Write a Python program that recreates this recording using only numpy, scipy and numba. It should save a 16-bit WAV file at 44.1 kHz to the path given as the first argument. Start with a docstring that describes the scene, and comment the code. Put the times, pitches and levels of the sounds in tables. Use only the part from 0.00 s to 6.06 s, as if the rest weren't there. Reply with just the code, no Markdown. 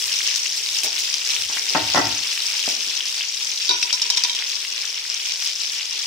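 """Butter foaming in a pan, tiled kitchen

A frying pan on a gas stove, heard by a phone about a metre away; burner and air wash low behind it.
Steam bubbles burst as short ringing grains over a fine hiss, and fat spits in puffs of bright noise.
Jars knock on a wooden counter and a metal lid clinks and scrapes on a glass jar, as modes struck to ring.
The floor thuds under the cook's feet as filtered noise; delay lines echo pan and hands off the tiles."""
import sys
import numpy as np
from scipy import signal
from scipy.fft import rfft, irfft
from scipy.io import wavfile
from scipy.ndimage import uniform_filter1d
from numba import njit

SR = 44100
rng = np.random.default_rng(int(sys.argv[2]) if len(sys.argv) > 2 else 0)


def persist_wave(psi):
    """Save psi, clipped to +-1, as 16-bit WAV."""
    counts = np.round(np.clip(psi, -1, 1) * 32767).astype(np.int16)
    wavfile.write(sys.argv[1], SR, np.atleast_2d(counts).T)


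N = 267246

# Burner and air, spectrum: f/Hz, relative level per Hz/dB
KITCHEN_SPECTRUM = [(15, -51.5), (25, -39), (86, -3.5), (172, -36), (226, -5), (318, -4), (405, 5.5),
                    (525, -7.5), (618, 4), (681, -20), (738, 4), (788, -37), (882, 2), (1200, -17),
                    (1560, -4), (2640, -120)]
# Foam activity: t/s, small-bubble level/dB, large bubbles above them/dB, fine spray above them/dB
FOAM_ACTIVITY = [(0, -29.5, -1, -2.5), (.3, -27, -5, -10), (.7, -29.5, -3, -6), (1.1, -28.5, -4.5, -8.5),
                 (1.5, -30.5, 0, -6), (1.9, -29, -3, -10.5), (2.3, -28.5, -1, -9), (2.7, -29, -2.5, -8),
                 (3.1, -30.5, -3, -8), (3.55, -29.5, -5.5, -10), (4.0, -31.5, -2, -8.5),
                 (4.5, -30.5, -2.5, -10), (4.9, -33, -3, -8.5), (5.45, -30.5, -2.5, -9),
                 (6.06, -32, -3, -9.5)]
# Foam through pan and microphone: f/Hz, relative level per Hz/dB
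FOAM_SPECTRUM = [(250, -51), (420, -15.5), (680, -29), (900, -20), (1400, -19), (1900, -12.5), (2400, -5),
                 (3300, -3.5), (4200, -6), (4900, -2.5), (5450, 1.5), (6200, -5), (7200, -10.5),
                 (9000, -30.5), (15000, -41)]
# Fine spray: f/Hz, relative level per Hz/dB
SPRAY_SPECTRUM = [(5000, -6), (8000, 18), (11000, 7.5), (16000, 3.5)]
# Left microphone port, pan bed only: f/Hz, level over the right port/dB
LEFT_PORT_RESPONSE = [(300, 0), (1300, .8), (2400, 1.5), (4300, 5), (6000, 4.5), (8500, -2), (15000, .8)]
# Single bubble bursts, loud and faint: t/s, peak level before the band filter/dB,
# starting pitch f/Hz, left minus right/dB, decay/cycles (at least 1 is used)
BUBBLE_BURSTS = [(0.0493, -21, 5680, 1.5, 2.1), (0.138, -5.5, 5000, 3.5, 4), (0.188, -10, 5530, 3.5, 4.4),
                 (0.3426, -17, 5160, 5.5, 2.5), (0.3583, -4, 5250, 9, 2.6), (0.377, -10, 5400, 3.0, 2.9),
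                 (0.4585, -13.5, 2600, 4.0, 5.3), (0.5272, -17, 5300, 2.5, 2.5),
                 (0.5535, -14, 4410, 3.5, 2.5), (0.6606, -10, 4260, 3.5, 3.6), (0.6883, -10, 3570, -1, 3.7),
                 (0.7853, -6, 5480, -3, 2.5), (0.817, -15, 5340, 2.5, 2.5), (0.8929, -17, 5300, 3.5, 2.5),
                 (0.9284, -12, 4680, 6, 2.5), (0.9802, -13.5, 3630, 6.5, 3.5), (1.0036, -10, 5810, 10, 3.1),
                 (1.031, -20, 5200, 3.5, 2.5), (1.0834, -26, 5380, 4.5, 2.3), (1.14, -3, 5100, 7, 2.2),
                 (1.1812, -7, 5240, 5.0, 2.2), (1.2727, -9, 5550, 5, 2.3), (1.3209, -20, 5740, 4.0, 2.5),
                 (1.3618, -11, 2600, -1, 2.7), (1.4207, -7.5, 5390, 3.5, 2.5), (1.533, -15, 5730, 3.5, 2.5),
                 (1.5405, -16, 4540, 2.0, 2.2), (1.5698, -16, 5430, 3.0, 2.5),
                 (1.6536, -19, 5370, 3.0, 2.5), (2.0536, -9, 5260, 6, 2.7), (2.157, -16, 5100, 7, 2.5),
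                 (2.1825, -13, 5370, 4.5, 2.3), (2.2389, -26, 5430, 4.5, 2.5), (2.2892, -24, 5300, 7, 2.5),
                 (2.375, -12, 2580, 4.0, 2.3), (2.403, -10.5, 3870, 3.5, 2.7), (2.5931, -13, 5660, 1, 2.5),
                 (2.636, -12, 5370, 5.5, 2.5), (2.6876, -7.5, 5150, 3.0, 2.5),
                 (2.8744, -15, 5400, 5.0, 2.5), (2.9684, -16, 5660, 5.0, 2.5),
                 (3.0054, -11, 3040, 3.0, 4.6), (3.055, -6.5, 5200, 3.5, 3), (3.0809, -14, 5380, 4.0, 2.5),
                 (3.1425, -14, 3220, 4.0, 2.8), (3.2073, -10.5, 2650, 5, 3.4),
                 (3.3668, -18, 4370, 3.0, 2.5), (3.504, -18, 5260, 6.5, 2.5), (3.514, -20, 5150, 5.0, 2.5),
                 (3.5529, -25, 5380, 2, 2.8), (3.6122, -25, 5140, 3, 2.5), (3.6289, -14, 4340, 1, 2.8),
                 (4.348, -13, 5400, 2.0, 2.2), (4.3897, -16, 5440, 3.0, 2.3),
                 (4.494, -12.5, 5660, 4.0, 3.6), (4.5643, -19, 3290, 2, 3.6), (4.6995, -24, 5500, 0, 2.2),
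                 (4.72, -15, 5600, 3.5, 2.5), (4.8317, -22, 5580, 3.5, 2.5), (4.8725, -18, 2350, 6, 1.4),
                 (4.8916, -17, 5400, 3.0, 2.5), (4.9465, -30, 5570, 2, 2.5), (5.0185, -15, 5030, 2.5, 2.5),
                 (5.0993, -8.5, 5100, 3, 3.3), (5.142, -12, 5500, 4.0, 4.7),
                 (5.1972, -15.5, 2900, 4.0, 2.2), (5.258, -13, 5590, 4.0, 2.5),
                 (5.3271, -22, 5490, 4.5, 2.5), (5.3578, -12, 4440, 3.0, 3), (5.4229, -8, 5160, 6, 2.5),
                 (5.423, -14, 2900, 3, 2), (5.445, -20, 6060, 1, 2.5), (5.4648, -17, 5240, 4.0, 2.5),
                 (5.4735, -6, 5560, 3.0, 2.8), (5.5325, -9, 5120, 4.0, 2.5), (5.5534, -12, 5300, 3.5, 2.9),
                 (5.598, -15, 5550, 4.0, 2.3), (5.731, -16, 5460, 3.5, 2.5), (5.7475, -16, 5590, 4.0, 2.5),
                 (5.7816, -19, 5110, 2, 2.3), (5.8284, -10, 4200, 3.5, 2.3), (5.8544, -11, 5700, 4.0, 2.5),
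                 (5.931, -15, 5450, 5.0, 2.5), (6.0125, -25, 5520, 3.5, 2.5), (0.0215, -14.5, 3040, 4, 3.5),
                 (0.3064, -20, 5570, 5.0, 2.5), (1.2504, -9, 5570, 6, 2.8), (1.5934, -13, 5560, 5, 2.5),
                 (2.3314, -11, 5400, 4.0, 2.5), (2.9474, -15, 5620, 5.5, 2.5), (3.2184, -12, 3070, 2, 2.5),
                 (3.2361, -14, 2570, 1.5, 2.7), (3.4454, -10, 5500, 4.0, 2.5), (4.903, -13, 4950, 2.5, 2.5),
                 (4.9124, -20, 5700, 3.5, 2.5), (4.9786, -17.5, 3100, -3, 3.2),
                 (5.1454, -9, 5550, 4.0, 3.1), (.832, -14, 2780, -1, 4.5), (.860, -17, 2300, 1, 2.5),
                 (3.231, -15, 5300, 3, 2.7), (3.183, -20, 5430, 6, 2.6), (4.843, -25, 1470, 3.0, 1.5),
                 (4.861, -29, 1520, 2.0, 1.5), (0.205, -12.5, 2000, 1.5, 2.3), (0.785, -26, 3010, 1.0, 2.2),
                 (0.945, -26, 3020, 1.5, 2), (1.218, -14, 2570, 0.5, 2.5), (1.242, -20, 3120, -0.5, 1.7),
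                 (1.3628, -11, 5000, 2, 2.6), (1.391, -23, 3170, 1.5, 1.7), (1.451, -25, 2620, 1.5, 2),
                 (1.534, -16, 2660, 0.0, 2.2), (1.57, -15, 1680, -2, 2.9), (3.897, -10.5, 2650, 1, 2),
                 (3.905, -11, 2900, 6, 1.9), (3.996, -14, 2660, 1.5, 2.3), (4.015, -25, 3160, -1.0, 1.8),
                 (4.212, -17, 3160, 2.0, 2), (4.422, -12, 2000, -2, 1.6), (4.648, -15, 2390, 3.0, 1.8),
                 (4.831, -19, 2280, 2.5, 1.8), (5.051, -22, 1980, 0.0, 2), (5.164, -28, 2370, -1, 2),
                 (5.795, -13.5, 2480, 1.0, 2.2), (5.809, -12, 2810, 1.5, 1.7)]
# Footfalls: t/s, level/dB, weight shift/s
FOOTFALLS = [(.03, -57, 0.045), (.68, -65, 0.045), (1.38, -49, 0.069), (1.55, -70, 0.026),
             (1.76, -41.5, 0.14), (1.95, -40, 0.14), (2.5, -61, 0.14), (3.06, -64, 0.0274),
             (4.94, -61, 0.035)]
# Floorboards: f/Hz, relative level per Hz/dB
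FLOOR_SPECTRUM = [(40, -25), (70, -17.5), (98, -17), (108, -3), (118, -13.5), (150, -31), (260, -39)]
# Fat spitting in short broad spurts: t/s, level before the spectrum below/dB
FAT_SPURTS = [(0.055, -30), (.09, -45), (.229, -35), (.355, -32), (0.558, -32), (.831, -22.5),
              (0.982, -28.5), (1.03, -33), (1.551, -34), (1.698, -42), (2.329, -34), (2.682, -32),
              (4.484, -36), (5.262, -37), (5.439, -34), (5.717, -37)]
# Spurting fat: f/Hz, gain/dB
SPURT_SPECTRUM = [(1500, -24), (4000, 9), (7000, 9.5), (11000, 0), (16000, -2)]
# Jars on the counter: t/s, level/dB, contact/ms, left minus right/dB,
# pitch favoured by the spot f/Hz, share of each t60 kept/1
JAR_KNOCKS = [(.564, -43, .5, 8, 600, 0.62), (.845, -31, 0.4, -1, 760, 1.1),
              (1.498, -27, 0.21, 1, 1070, 0.9), (1.567, -28, 0.27, 0, 1040, 1),
              (1.750, -6, 0.33, -1, 1100, 0.25), (1.7555, -7.5, 0.52, 2, 790, 0.64),
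              (1.769, -19, .3, -7, 1500, 0.4), (1.762, -15, 0.45, 0, 307, 1), (1.778, -22, .4, 0, 620, 1),
              (1.9465, -8.5, 0.2, 6, 885, 0.37), (1.952, -10, 0.28, 0, 790, 0.5),
              (1.9585, -8, 0.24, -10, 900, 0.78), (1.966, -13, .3, 6, 700, 0.24),
              (1.974, -6, 0.26, 3, 910, 0.4), (1.9797, -6.5, 0.34, 4, 910, 0.7),
              (1.987, -11, 0.55, 0, 342, 0.98), (2.678, -18, 1.4, 9, 750, 0.24),
              (2.682, -35, 2, 3, 240, 0.5), (2.872, -43, 1.7, 7, 372, 0.5)]
# Wooden counter modes: f/Hz, relative level/dB, t60/s
COUNTER_MODES = [(177, -21, 0.1), (245, -13.5, 0.35), (299.3, -2, 0.23), (367, -8.5, 0.31), (473, -1, 0.12),
                 (604, -8.5, 0.42), (667, -2.5, 0.27), (767, -2, 0.26), (822, -0.5, 0.11),
                 (916.4, -10, .38), (943, 2.5, 0.1), (1095, 2, 0.14), (1331, 5.5, 0.154), (1542, 1, 0.27),
                 (1866, 7.5, 0.145), (2020, 0.5, 0.45)]
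# Soft noise just ahead of a knock: t/s, level/dB, time before it dies away/s
SOFT_LEAD_INS = [(.829, -39.5, 0.046), (1.696, -46, .045)]
# Soft noise ahead of a knock: f/Hz, relative level per Hz/dB
LEAD_IN_SPECTRUM = [(120, -27), (250, -3), (450, 2), (900, -1), (1500, -14), (3000, -20), (6000, -40)]
# Lid against jar: t/s, level/dB, glass against lid/dB, scrape/dB, left minus right/dB,
# two pitches favoured by the spot f/Hz and f/Hz, share of each lid and glass t60 kept/1
LID_CLINKS = [(3.692, -3.5, -17, -7, -2.5, 3960, 4555, 1.06),
              (3.7104, -5.5, -16.5, -14, 3, 3750, 5790, 1.07),
              (3.734, -14, -13.5, -22.5, 2, 5790, 5486, 0.8),
              (3.828, -4.5, -34.5, -6.5, 1, 5360, 2610, 0.52), (3.836, -9, -32, -13, -2, 3825, 5790, 0.35),
              (3.847, -20, -13, -10, 2, 4760, 5790, 0.4), (3.928, -6.5, -29, -3.5, 6, 5460, 4800, 0.75),
              (3.938, -13, -24, -2, -5, 5430, 3900, 0.6), (3.9454, -12, -28, -2, 0, 5476, 5790, 0.2),
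              (4.0177, -7, -31, -0.5, 0, 5400, 4750, 0.5), (4.055, -30.5, -2, -12.5, 0, 5400, 3200, 0.24),
              (4.1009, -9, -29, 5.5, 4, 5500, 3750, 0.7), (4.108, -14, -28, -6, 0, 3190, 3700, 1),
              (4.122, -14.5, -26, -3, -1, 3190, 5790, 0.8), (4.1695, -14, -27, 0, 1, 5400, 3190, 0.13),
              (4.1729, -5.5, -30, -4.5, 2, 5470, 3780, 0.57), (4.178, -5.5, -34, -12, 2, 2400, 5450, 0.3),
              (4.2368, -6, -34, -1, 0, 4750, 5790, 0.57), (4.249, -6, -21, -12, 0, 3700, 2610, 0.38),
              (4.286, -18, -30, -4, -1, 3190, 2630, 0.37), (4.296, -9, -28, -8, -1.5, 3825, 3190, 0.7),
              (4.329, -15, -32, -6, -2, 3750, 3190, 0.5), (4.35, -11, -30, -4, -1, 5470, 3650, 0.05)]
# Metal lid modes: f/Hz, relative level/dB, t60/s
LID_MODES = [(2410, -2, 0.07), (2610, -3, 0.05), (3190, -4, 0.4), (3630, 1.5, 0.14), (3830, 3.5, 0.086),
             (3950, 3.5, 0.1), (4510, 0, 0.14), (4780, 1, 0.1), (5000, -4, .1), (5150, -9, .12),
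             (5510, 0, .14), (5400, 4, 0.1), (5790, -3, 0.38), (6540, -10, .06)]
# Jar wall and the air inside, modes: f/Hz, relative level/dB, t60/s
GLASS_MODES = [(315, -9, 0.16), (387, -5, 0.13), (653, -4.5, 0.074), (978, 6, 0.2), (1457, -5, 0.3)]
# Lid thread scraping: f/Hz, relative level per Hz/dB
SCRAPE_SPECTRUM = [(200, -43), (800, -7.5), (2500, -15), (5400, 11), (8000, -6), (15000, -23)]
# Tiled walls, one lag for each of eight delay lines: t/ms
TILE_LAGS_MS = [11.3, 14.9, 19.1, 23.7, 29.3, 34.9, 41.3, 47.9]

KITCHEN_DB, KITCHEN_FADE_DB_PER_S = -58, 0.8
SURGE_PER_S, SURGE_DB = 25, 1.0  # common to the foam bed and spray
SEETHE_PER_S, SEETHE_DB = 20, (-0.5, 1.23, 1.16)  # depth of surge and sag: small, large, spray
LESSER_POPS, LESSER_DB = 120, 8.5  # count, level above the small bubbles
LESSER_HZ, LOW_HZ, LOW_SHARE = 5240, 2870, .3  # usual pitch, deep pitch, share of deep ones
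POP_PAN_DB, POP_SCATTER_DB = 5, 8.5  # left minus right, for the lesser bursts
# Neighbours that a burst sets off: count, within/s, level/dB, pitch scatter/1
FOLLOWERS, FOLLOW_S, FOLLOW_DB, FOLLOW_SPREAD = 3, .005, -7.5, .12
BURST_DELAY_S = .0011  # every burst sounds this long after its listed or drawn time
SNAP_DB, SNAP_SCATTER_DB = -12, 2.5  # short broad snap at the start of every burst, against its ring
SPURT_S = 0.03
CRACK_DB, CRACK_S = -15.5, 0.00094  # first contact of jar and wood
WOOD_BLUR_S, LID_BLUR_S, GLASS_BLUR_S = .3, .15, .25  # modes of longer t60 are purer in proportion
ROOM_T60_S, ROOM_DAMP = 0.43, .45  # t60 before damping; smoothing of every round, 0-1
TOP_HZ = 15700


def undb(db):
    """dB to gain."""
    return 10 ** (np.asarray(db) / 20)


def level(x, db):
    """Scale to an rms level."""
    return x * undb(db) / np.sqrt(np.mean(x ** 2))


def sides(pan_db):
    """Left and right gains."""
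    return undb(np.array([pan_db, -pan_db]) / 2)


def colour(x, points):
    """Causal filter through f/Hz, level/dB points, from the folded cepstrum."""
    hz, db = np.transpose(points)
    grid = np.fft.rfftfreq(8192, 1 / SR) + 1
    cepstrum = irfft(np.interp(np.log(grid), np.log(hz), db) * np.log(10) / 20)
    cepstrum[1:4096] *= 2
    cepstrum[4097:] = 0
    impulse = irfft(np.exp(rfft(cepstrum)))[None, :4096]
    return signal.fftconvolve(x, impulse, axes=1)[:, :N]


def walk(rate):
    """Random levels held 1 / rate s and slewed twice; spread near 1."""
    k = int(SR / rate)
    held = np.repeat(rng.standard_normal(N // k + 1), k)
    return 1.3 * uniform_filter1d(uniform_filter1d(held, k), k)[:N]


def rare(u, step_db, top_db):
    """Gains of many faint and few strong bursts, the strongest capped."""
    return undb(np.minimum(-step_db * np.log(u), top_db))


def add(out, s, y):
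    """Mix y into out from time s."""
    i = max(int(s * SR), 0)
    out[:, i:i + y.shape[1]] += y[:, :N - i]


@njit
def grains(count, start, hz, cycles, glide, gain):
    """Damped sines: swell in a third of a period, lose 1/e in `cycles`, rise as the bubble opens."""
    out = np.zeros((2, count))
    for k in range(len(hz)):
        period = SR / hz[k]
        steps = cycles[k] * period
        for c in range(2):
            first = int(start[c, k]) + 1
            for i in range(max(first, 0), min(first + int(5 * steps) + 1, count)):
                t = i - start[c, k]
                shape = np.exp(-t / steps) - np.exp(-3 * t / period - t / steps)
                out[c, i] += gain[c, k] * shape * np.sin(2 * np.pi * t / period * (1 + glide * t / steps))
    return out


def bubbles(s, hz, cycles, size, pan_db, lag_spread):
    """Bursts at scattered places in the pan: each has its own lag between the ports, in samples."""
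    lag = lag_spread * rng.standard_normal(len(s))
    return grains(N, s * SR + np.array([lag, -lag]), hz, cycles, 0.048, size * sides(pan_db))


def ring(modes, blur_s, contact_ms, rise_ms, spread, spots_hz, spot_octaves, spot_db, kept,
         chatter_db, count):
    """One blow on clustered modes: long contact dulls, the spot selects, a hand damps; peak 1 bar chatter."""
    hz, db, t60 = np.repeat(np.array(modes, float), count, axis=0).T[:, :, None]
    t = np.arange(SR // 6) / SR
    chance = rng.standard_normal((4, len(hz), 1))
    dull = 1 / (1 + (hz * contact_ms / 1000) ** 4)
    away = np.min([np.abs(np.log2(hz / spot)) for spot in spots_hz], axis=0)
    # ports agree in the bass and drift apart in the treble
    shift = np.clip(hz / 800 - .3, 0, 1.2) * chance[3]
    mode_db = db - spot_db * np.minimum(away / spot_octaves, 1) + 3.2 * chance[0]
    size = dull * undb(mode_db) * np.exp(-np.log(1000) * t / (t60 * kept))
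    detune = 1 + spread * np.minimum(blur_s / t60, 1) * chance[1]
    turn = 2 * np.pi * hz * detune * t + .5 * chance[2]
    left = np.sum(size * np.sin(turn + shift), axis=0)
    right = np.sum(size * np.sin(turn - shift), axis=0)
    y = np.array([left, right]) * (1 - np.exp(-t * 1000 / rise_ms))
    # loose parts chatter once the blow has landed and break up the ring
    shake = uniform_filter1d(np.repeat(rng.standard_normal(len(t) // 200 + 1), 200), 200)[:len(t)]
    return y / np.abs(y).max() * undb(chatter_db * shake * np.minimum(t / 0.014, 1))


def kitchen():
    """Burner and air: a low, wavering wash, nearly alike at both ports, slowly settling."""
    noise = rng.standard_normal(N) + 0.11 * rng.standard_normal((2, N))
    fade_db = KITCHEN_FADE_DB_PER_S * (np.arange(N) - N / 2) / SR
    return level(colour(noise, KITCHEN_SPECTRUM), KITCHEN_DB) * undb(0.83 * walk(5.08) - fade_db)


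def sizzle():
    """Large and small bubbles and the spray each follow the heat and seethe in their own way."""
    s, small, large, fine = np.transpose(FOAM_ACTIVITY)
    surge_db = SURGE_DB * walk(SURGE_PER_S)
    slow_db = [np.interp(np.arange(N) / SR, s, c) for c in (small, small + large, small + fine)]
    small_db, large_db, spray_db = (
        c + surge_db + db * walk(SEETHE_PER_S) for c, db in zip(slow_db, SEETHE_DB))
    froth = foam()
    # large bubbles are the foam below 3900 Hz, small ones the rest
    low = signal.sosfiltfilt(signal.butter(3, 3900, fs=SR, output="sos"), froth)
    bed = undb(small_db) * level(froth - low, 0) + undb(large_db) * level(low, 0)
    bed += undb(spray_db) * spray()
    bed[:1] = colour(bed[:1], LEFT_PORT_RESPONSE)
    return bed + pops(slow_db[0]) + spurts()


def foam(count=16000):
    """Dense bubbles of every pitch and one-sample crackle in seething patches, over a smooth hiss."""
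    chance = rng.random((count, 5)).T
    hz = 500 * (15000 / 500) ** chance[1]
    # size rises with pitch so that the swarm is flat before pan and microphone colour it
    size = hz * rare(chance[2], 3.2, 6.0) * np.sign(chance[3] - .5)
    pan_db = 4.6 * rng.standard_normal(count)
    swarm = bubbles(chance[0] * N / SR, hz, 1.17 + 4.4 * chance[4], size, pan_db, 3.02)
    struck = rng.random(N) < 500 / SR  # about 500 snaps a second
    snaps = struck * rare(rng.random(N), 2.8, 4.0) * np.sign(rng.standard_normal(N))
    hiss = rng.standard_normal((2, N)) + 1.3 * rng.standard_normal(N)
    froth = level(swarm, 0) * undb(.7 * walk(60)) + level(snaps, -8) + level(hiss, -5)
    return level(colour(froth * undb(.8 * walk(30)), FOAM_SPECTRUM), 0)


def spray(count=6000):
    """Tiny droplets crackle in the treble as single-sample ticks over noise."""
    ticks = np.zeros((2, N))
    chance = rng.random((count, 4)).T
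    side, place = (2 * chance[0]).astype(int), (N * chance[1]).astype(int)
    ticks[side, place] = rare(chance[2], 4.1, 9.5) * np.sign(chance[3] - .5)
    mist = rng.standard_normal((2, N)) + 0.19 * rng.standard_normal(N)
    flicker_db = 0.64 * np.array([walk(19), walk(18)])
    return level(colour(level(ticks, -2.9) + mist, SPRAY_SPECTRUM), 0) * undb(flicker_db)


def pops(foam_db):
    """Listed and random bursts each set off neighbours; a small bubble sends out no bass."""
    chance = rng.random((LESSER_POPS, 3)).T
    scatter = rng.standard_normal((LESSER_POPS, 3)).T
    when = chance[0] * N
    pitch = np.where(chance[1] < LOW_SHARE, LOW_HZ, LESSER_HZ) * np.exp(0.148 * scatter[0])
    lesser = [when / SR, foam_db[when.astype(int)] + LESSER_DB + 0.86 * scatter[1], pitch,
              POP_PAN_DB + POP_SCATTER_DB * scatter[2], 1 + 4.1 * chance[2]]
    first = np.hstack([np.transpose(BUBBLE_BURSTS), lesser])
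    after = np.repeat(first, FOLLOWERS, axis=1)
    late, loose = rng.random(after.shape[1]), rng.standard_normal((after.shape[1], 2)).T
    after[0] += FOLLOW_S * late
    after[1] += FOLLOW_DB * (1 + late) + 1.0 * loose[0]  # later is fainter
    after[2] *= np.exp(FOLLOW_SPREAD * loose[1])
    s, db, hz, pan_db, cycles = np.hstack([first, after])
    s, cycles = s + BURST_DELAY_S, np.maximum(cycles, 1)
    # the first crest comes when part of the ring has already died
    burst = bubbles(s, hz, cycles, undb(db) * np.exp(0.45 / cycles), pan_db, .4)
    snap_hz = 4000 * np.exp(0.36 * rng.standard_normal(len(s)))
    snap_db = db + SNAP_DB + SNAP_SCATTER_DB * rng.standard_normal(len(s))
    snap = bubbles(s, snap_hz, np.full(len(s), .8), undb(snap_db), pan_db, 0.45)
    band = signal.butter(2, [1200, 9000], "band", fs=SR, output="sos")
    return signal.sosfilt(band, burst + snap)


def feet():
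    """Weight rolling onto the floor rumbles in its low modes, then dies away."""
    t = np.arange(N) / SR
    press = np.zeros(N)
    for s, db, hold in FOOTFALLS:
        rise = np.clip((t - s) / 0.011, 0, 1)
        press += undb(db) * rise * np.exp(-np.maximum(t - s - hold, 0) / 0.072)
    return level(colour(rng.standard_normal((1, N)), FLOOR_SPECTRUM), 0) * press


def spurts():
    """Each spurt is a puff of bright grit that swells fast and dies away."""
    out = np.zeros((2, N))
    t = np.arange(SR // 10) / SR
    puff = np.minimum(t / 0.0052, 1) * np.exp(-(t / SPURT_S) ** 2)
    for s, db in FAT_SPURTS:
        add(out, s, rng.standard_normal((2, len(t))) * undb(db) * puff)
    return colour(out, SPURT_SPECTRUM)


def counter():
    """Jars on wood crack and ring many modes, some after soft noise; the top is too small for deep bass."""
    out = np.zeros((2, N))
    t = np.arange(SR // 8) / SR
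    for s, db, contact_ms, pan_db, spot_hz, kept in JAR_KNOCKS:
        gain = undb(db) * sides(pan_db)[:, None]
        blow = ring(COUNTER_MODES, WOOD_BLUR_S, contact_ms, rise_ms=0.46 * contact_ms + 0.25,
                    spread=0.05, spots_hz=[spot_hz], spot_octaves=0.96, spot_db=9.7, kept=kept,
                    chatter_db=4.0, count=7)
        crack = np.sin(2 * np.pi * spot_hz * t) * np.exp(-t / CRACK_S) * undb(CRACK_DB)
        add(out, s, gain * blow)
        add(out, s, gain * crack)
    for s, db, length in SOFT_LEAD_INS:
        noise = rng.standard_normal(len(t)) + 0.49 * rng.standard_normal((2, len(t)))
        soft = level(colour(noise, LEAD_IN_SPECTRUM)[:, :len(t)], db)
        add(out, s, soft * np.minimum(t / .012, 1) * np.exp(-np.maximum(t - length, 0) / .015))
    return signal.sosfilt(signal.butter(2, 150, "high", fs=SR, output="sos"), out)


def jar():
    """Each touch rings lid and glass, with a short gritty scrape."""
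    out = np.zeros((2, N))
    t = np.arange(SR // 20) / SR
    scrape = np.exp(-t / 0.0073) + 0.36 * np.exp(-t / .001)
    for s, db, glass_db, scrape_db, pan_db, spot_hz, other_hz, kept in LID_CLINKS:
        gain = undb(db) * sides(pan_db)[:, None]
        lid = ring(LID_MODES, LID_BLUR_S, contact_ms=.06, rise_ms=0.083, spread=0.0087,
                   spots_hz=[spot_hz, other_hz], spot_octaves=0.13, spot_db=11.0, kept=kept,
                   chatter_db=2.5, count=3)
        glass = ring(GLASS_MODES, GLASS_BLUR_S, contact_ms=.1, rise_ms=2.1, spread=0.016,
                     spots_hz=[1030], spot_octaves=1.3, spot_db=6.3, kept=kept,
                     chatter_db=4.0, count=3)
        add(out, s, gain * (lid + undb(glass_db) * glass))
        grit = level(colour(rng.standard_normal((2, len(t))), SCRAPE_SPECTRUM)[:, :len(t)], -7.0)
        add(out, s, gain * undb(scrape_db) * grit * scrape)
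    return out


@njit
def walls(x, lags, gain, damp):
    """Eight delay lines that feed each other, duller on every round."""
    line, soft, out = np.zeros((8, 4096)), np.zeros(8), np.zeros((2, len(x)))
    for i in range(len(x)):
        total = 0.
        for k in range(8):
            soft[k] += (1 - damp) * (gain[k] * line[k, (i - lags[k]) & 4095] - soft[k])
            total += soft[k]
            out[k % 2, i] += soft[k]
        for k in range(8):
            line[k, i & 4095] = x[i] + soft[k] - total / 4
    return out


def scene():
    """Pan and hands close by, their echo from the tiles, the room behind."""
    pan, knocks, clinks = sizzle(), counter(), jar()
    lags = (np.array(TILE_LAGS_MS) * SR / 1000).astype(int)
    send = undb(-11.5) * pan + undb(-10.5) * knocks + undb(-11.5) * clinks
    echo = walls(send.mean(axis=0), lags, undb(-60 * lags / SR / ROOM_T60_S), ROOM_DAMP)
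    return pan + knocks + clinks + echo + feet() + kitchen()


def record(dry):
    """The phone thins the deepest bass and cuts the top."""
    thin = signal.sosfilt(signal.butter(1, 60, "high", fs=SR, output="sos"), dry)
    return signal.sosfilt(signal.ellip(10, .2, 80, TOP_HZ, fs=SR, output="sos"), thin)


dry = scene()
out = record(dry)
persist_wave(out)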